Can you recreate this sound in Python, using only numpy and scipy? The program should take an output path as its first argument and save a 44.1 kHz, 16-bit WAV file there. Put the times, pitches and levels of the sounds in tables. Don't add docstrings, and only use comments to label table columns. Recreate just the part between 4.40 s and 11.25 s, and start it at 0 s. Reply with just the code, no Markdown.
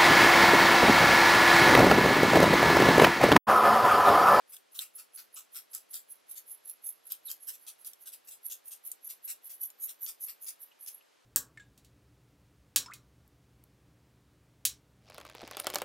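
import sys
import numpy as np
from scipy import signal
from scipy.fft import rfft, irfft
from scipy.io import wavfile
from scipy.ndimage import uniform_filter1d

SR = 44100
rng = np.random.default_rng(int(sys.argv[2]) if len(sys.argv) > 2 else 0)


def log_audio(samples):
    frames = np.atleast_2d(samples).T
    limited = np.clip(frames, -1, 1)
    pcm = np.round(limited * 32767).astype(np.int16)
    wavfile.write(sys.argv[1], SR, pcm)


N = 302085


def from_db(db):
    return 10 ** (np.asarray(db) / 20)


def unit_power(x):
    return x / np.sqrt(np.mean(x ** 2, axis=-1, keepdims=True) + 1e-20)


def at_hz(points, hz):
    freq_hz, value = np.transpose(points)
    return np.interp(np.log(np.maximum(hz, 1)), np.log(freq_hz), value)


def coloured(x, spectrum):
    size = x.shape[-1]
    gain = from_db(at_hz(spectrum, np.fft.rfftfreq(size, 1 / SR)))
    return unit_power(irfft(rfft(x) * gain, size))


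def resonance(x, hz, width_hz):
    r = np.exp(-np.pi * width_hz * np.pi / 2 / SR)
    b, a = [1, 0, -1.3], [1, -2 * r * np.cos(2 * np.pi * hz / SR), r * r]
    return unit_power(signal.lfilter(b, a, signal.lfilter(b, a, x)))


def burst(x, envelope):
    return unit_power(x * envelope) * np.sqrt(np.mean(envelope ** 2))


def panned(x, pan_db):
    return x * from_db([[pan_db / 2], [-pan_db / 2]])


def add(out, start_s, sound):
    i = max(round(start_s * SR), 0)
    part = sound[:, :max(N - i, 0)]
    out[:, i:i + part.shape[1]] += part


def contact_time(length_s=0.4):
    return np.arange(round(length_s * SR)) / SR


# freq_hz, level_db
AIR_SPECTRUM = [(40, -56), (100, -20), (180, -11.5), (300, -4.5), (500, 0), (1400, -1.5), (2200, -2.5),
                (2750, -2.5), (4500, -5), (12000, -15), (15500, -27)]
# freq_hz, left_right_correlation
AIR_CORRELATION = [(60, -0.17), (200, -0.65), (400, -0.7), (750, -.45), (1300, 0), (2500, 0.72),
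                   (8000, 0.64), (15000, -0.11)]


def room_air(mid_db=-70, hum_hz=121.5, hum_db=-104):
    correlation = np.clip(at_hz(AIR_CORRELATION, np.fft.rfftfreq(N, 1 / SR)), -0.9, 0.9)
    mid, side = (coloured(rng.standard_normal(N), AIR_SPECTRUM) for _ in range(2))
    side = irfft(rfft(side) * np.sqrt((1 - correlation) / (1 + correlation)), N)
    hum = from_db(hum_db) * np.sqrt(2) * np.sin(2 * np.pi * hum_hz * np.arange(N) / SR)
    return from_db(mid_db) * np.array([mid + side, mid - side]) + hum


def room_tail(x, t60_s=0.059, level_db=-10, delay_s=0.004):
    t = contact_time()
    tail = rng.standard_normal((2, len(t))) * from_db(-60 * t / t60_s) * (t > delay_s)
    tail /= np.sqrt(np.sum(tail ** 2, axis=1, keepdims=True))
    return from_db(level_db) * signal.fftconvolve(x, tail, axes=1)[:, :N]


# mode_hz, relative_db
CUP_MODES = [(2750, 0), (3345, 11.5), (3745, -10), (4880, 7), (5700, -4.5), (7670, 3.5), (12900, -4)]


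def cup_ring(contacts, width_hz=80, gain_db=-18):
    out, r = contacts, np.exp(-np.pi * width_hz / SR)
    for mode_hz, relative_db in CUP_MODES:
        drive = contacts + 1e-12 * rng.standard_normal(N)
        poles = [1, -2 * r * np.cos(2 * np.pi * mode_hz / SR), r * r]
        mode = signal.lfilter([1, 0, -1], poles, drive)
        out = out + from_db(relative_db + gain_db) * (1 - r * r) / 2 * mode
    return out


def cup_scatter(x, scatter_db, spread, decay_s=0.0012):
    t = contact_time()[:SR // 250]
    shared, left, right = rng.standard_normal((3, len(t))) * np.exp(-t / decay_s)
    paths = np.sqrt(1 - spread) * shared + np.sqrt(spread) * np.array([left, right])
    paths *= from_db(scatter_db) / np.sqrt(np.sum(paths ** 2, axis=1, keepdims=True))
    paths[:, 0] = 1
    return signal.fftconvolve(x[None], paths, axes=1)[:, :len(x)]


# freq_hz, level_db
WALL_SPECTRUM = [(500, -30.5), (1600, -7), (2100, -7.5), (2650, 1), (3900, 3), (4400, 0), (4950, 3),
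                 (5700, 1.5), (7500, -9)]


def cup_wall(drive, wall_hz, ring_db):
    ring = from_db(ring_db) * resonance(drive, wall_hz, width_hz=420)
    return unit_power(coloured(drive, WALL_SPECTRUM) + ring)


# start_s, level_db
NUDGES = [(6.314, -51.5), (6.608, -58.5)]


def nudges(pitch_hz=2770, t60_s=0.045):
    out, t = np.zeros((2, N)), contact_time()
    for start_s, level_db in NUDGES:
        note = resonance(rng.standard_normal(len(t)), pitch_hz, width_hz=170)
        add(out, start_s, (from_db(level_db - 60 * t / t60_s) * note)[None])
    return out


# time_s, pitch_hz, level_db
SQUEAK_PATH = [(2.858, 4260, -66), (2.889, 3730, -50), (2.903, 3730, -72)]


def ferrule_squeak(width_hz=260, release_s=0.003):
    time_s, pitch_hz, level_db = np.transpose(SQUEAK_PATH)
    out, t = np.zeros((2, N)), time_s[0] + contact_time()
    tone = resonance(rng.standard_normal(len(t)), pitch_hz[0], width_hz)
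    glide = np.exp(2j * np.pi * np.cumsum(np.interp(t, time_s, pitch_hz) - pitch_hz[0]) / SR)
    release = np.exp(-np.maximum(t - time_s[-1], 0) / release_s)
    envelope = from_db(np.interp(t, time_s, level_db)) * release
    add(out, time_s[0], (np.real(signal.hilbert(tone) * glide) * envelope)[None])
    return out


# freq_hz, level_db
FERRULE_SPECTRUM = [(800, -59), (3500, -25), (5500, -13.5), (7000, -8), (8000, -5), (9300, -4.5),
                    (11000, 0.5), (12000, 4), (13200, -6.5), (14500, -1), (15800, -21)]
# start_s, crack_relative_db, wall_relative_db, wall_hz
TICKS = [(0.1658, -47.5, -52.5, 3470), (0.3904, -34.5, -31, 3360), (1.3487, -30.5, -68, 4960),
         (1.5415, -36.5, -45.5, 5030), (2.72, -27.5, -54, 4370), (2.9139, -32, -45, 5270),
         (3.447, -44, -54, 4030), (3.5332, -48.5, -54, 5720), (4.516, -32, -67, 5500),
         (5.3022, -48, -55.5, 7040), (5.663, -40, -43, 6260)]


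def ferrule_ticks(attack_s=0.0003, decay_s=0.0022, gain_db=5.0):
    out, t = np.zeros((2, N)), contact_time()
    attack, decay = 1 - np.exp(-t / attack_s), np.exp(-t / decay_s)
    for start_s, crack_db, wall_db, wall_hz in TICKS:
        contact = cup_scatter(rng.standard_normal(len(t)), scatter_db=9.0, spread=0.89)
        crack = from_db(crack_db) * burst(coloured(contact, FERRULE_SPECTRUM), decay)
        ring = from_db(wall_db) * burst(cup_wall(contact, wall_hz, ring_db=4.5), decay)
        add(out, start_s, (crack + panned(ring, pan_db=-1.5)) * attack)
    return from_db(gain_db) * out


def friction(slips_per_s, spread_db, clump_db, snaps_per_s=70, snap_db=14.5):
    size = len(contact_time())
    clumps = unit_power(uniform_filter1d(rng.standard_normal(size), size=180))
    strengths = from_db(spread_db * np.minimum(rng.exponential(1, size), 4) + clump_db * clumps)
    slips = unit_power(strengths * (rng.random(size) < slips_per_s / SR))
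    snaps = from_db(snap_db) * rng.uniform(0.38, 1.6, size) * (rng.random(size) < snaps_per_s / SR)
    return (slips + snaps) * rng.choice([-1, 1], size)


def scrape_pressure(t, start_s, push_db, rise_db=9, landing_db=-15, landing_s=0.00094):
    rise_s = 0.022 * from_db(0.46 * push_db)
    fall_db_per_s = 357 + 15.5 * start_s
    pressure_db = rise_db * np.minimum(t / rise_s - 1, 0) - fall_db_per_s * np.maximum(t - rise_s, 0)
    return from_db(pressure_db) + from_db(landing_db) * np.exp(-t / landing_s)


# freq_hz, level_db
HOLLOW_SPECTRUM = [(300, -51), (1000, -10.5), (1330, 10), (1600, -7.5), (1900, -16.5), (5000, -9)]


def ferrule_scrape(start_s, push_db, hollow_db, wall_db, wall_hz, rasp_db=-41, wall_per_push=1.23):
    slips = friction(slips_per_s=5200, spread_db=2.5, clump_db=-1.0)
    rasp_drive = cup_scatter(slips, scatter_db=11.0, spread=1.0)
    body_drive = cup_scatter(slips, scatter_db=1.5, spread=0.27)
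    rasp = from_db(rasp_db + push_db) * coloured(rasp_drive, FERRULE_SPECTRUM)
    hollow = from_db(hollow_db) * coloured(body_drive, HOLLOW_SPECTRUM)
    wall = cup_wall(body_drive, wall_hz, ring_db=-17.5)
    body = from_db(wall_db + wall_per_push * push_db) * (wall + hollow)
    return (rasp + panned(body, pan_db=1.5)) * scrape_pressure(contact_time(), start_s, push_db)


def sweep_pressure_db(t, length_s, lift_s=0.01, lift_db=5):
    attack_db_per_s, swell_db_per_s, release_db_per_s = 901.5, 200, 285
    hold_s = max(length_s - lift_s, 0.004)
    attack = attack_db_per_s * np.minimum(t, 0)
    swell = -swell_db_per_s * abs(np.clip(t, 0, hold_s) - hold_s / 2)
    lift = lift_db * np.clip((t - hold_s) / lift_s, 0, 1)
    release = release_db_per_s * np.maximum(t - hold_s, 0)
    return attack + swell - lift - release


# freq_hz, level_db
BRISTLE_SPECTRUM = [(800, -48), (3800, -25), (5100, -26.5), (6400, -14.5), (7700, -22.5), (9300, -15.5),
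                    (10100, -7), (10900, 4), (11900, 1), (12600, -8.5), (13500, 0.5), (15800, -17)]


def bristle_sweep(pressure_db, whistle_hz, whistle_db=-1.5, drop_hz=326.5, sizzle_db=1.0):
    slips = friction(slips_per_s=12000, spread_db=2.0, clump_db=3.0)
    drive = cup_scatter(slips, scatter_db=3.5, spread=1.0)
    sizzle = coloured(drive, BRISTLE_SPECTRUM) * from_db(sizzle_db + 1.2 * pressure_db)
    tone = resonance(drive, whistle_hz, width_hz=150)
    glide = np.exp(-2j * np.pi * np.cumsum(drop_hz * from_db(pressure_db)) / SR)
    whistle = np.real(signal.hilbert(tone) * glide) * from_db(whistle_db + pressure_db)
    return sizzle + whistle


# time_s, whistle_hz, sweep_pan_db, hollow_re_wall_db, firm_scrape_wall_db, wall_hz
BRUSH_DRIFT = [(0.1, 11000, 1, -7.5, -52.5, 3260), (0.8, 10850, -2, -7, -46, 5050),
               (1.5, 11100, -3, -12.5, -56.5, 4750), (3.3, 11570, -5, -19, -50, 2600),
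               (4.3, 11700, -2.5, -38, -55.5, 2620), (5.7, 12100, -2, -14, -52.5, 5820),
               (6.5, 11600, -2.5, -26, -55.5, 4050)]


def brush_place(time_s):
    times_s, *columns = np.transpose(BRUSH_DRIFT)
    return [np.interp(time_s, times_s, column) for column in columns]


# sweep_end_s, sweep_length_s, sweep_db, push_re_firm_scrape_db (None: ferrule stays clear)
STROKES = [(0.121, 0.022, -51, -5), (0.345, 0.014, -57, -4.5), (0.397, 0.014, -44.5, 1),
           (0.578, 0.017, -45.5, -5.5), (0.774, 0.019, -45.5, -4.5), (0.959, 0.013, -49, -2.5),
           (1.147, 0.009, -47.5, 1), (1.332, 0.013, -54, 1.5), (1.53, 0.02, -50, 3.5),
           (1.735, 0.029, -46.5, None), (1.955, 0.061, -47, -2), (2.161, 0.084, -45.5, None),
           (2.346, 0.092, -46, None), (2.521, 0.078, -39.5, None), (2.70, 0.035, -48, 1),
           (2.886, .02, -41.5, 2), (3.071, 0.061, -53, 0.5), (3.103, 0.021, -41.5, None),
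           (3.129, 0.008, -67, -7.5), (3.266, .07, -59, -1.5), (3.451, .056, -58.5, -3.5),
           (3.483, 0.017, -41.5, None), (3.657, .054, -56.5, -2.5), (3.719, .01, -73, -4.5),
           (3.873, 0.024, -64, -5.5), (3.908, .01, -64, -3.5), (4.098, 0.053, -44, 2.5),
           (4.306, .042, -46.5, -1), (4.502, 0.047, -44, -8.5), (4.688, 0.039, -42, -0.5),
           (4.876, 0.028, -43.5, 5), (5.093, 0.044, -48, -3), (5.161, 0.023, -48.5, None),
           (5.275, 0.061, -38, None), (5.477, 0.065, -36, -1), (5.668, 0.049, -39.5, 2),
           (5.874, 0.055, -39, 1), (6.064, .044, -45.5, 3), (6.248, 0.03, -46.5, None),
           (6.462, 0.049, -47.5, 0), (6.601, 0.094, -54, None)]


def stirring(lead_s=0.05):
    out, t = np.zeros((2, N)), contact_time()
    for end_s, length_s, sweep_db, _ in STROKES:
        whistle_hz, pan_db, *_ = brush_place(end_s)
        sweep = bristle_sweep(sweep_pressure_db(t - lead_s, length_s), whistle_hz)
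        add(out, end_s - length_s - lead_s, panned(sweep, pan_db) * from_db(sweep_db))
    for end_s, _, _, push_db in STROKES:
        if push_db is not None:
            _, _, hollow_db, wall_db, wall_hz = brush_place(end_s)
            add(out, end_s, ferrule_scrape(end_s, push_db, hollow_db, wall_db, wall_hz))
    return out


def scene():
    cup = cup_ring(stirring() + ferrule_ticks()) + ferrule_squeak() + nudges()
    return cup + room_tail(cup) + room_air()


def record(dry):
    cutoff_hz = 15750
    return signal.sosfilt(signal.ellip(12, 0.1, 80, cutoff_hz, fs=SR, output="sos"), dry)


dry = scene()
out = record(dry)
log_audio(out)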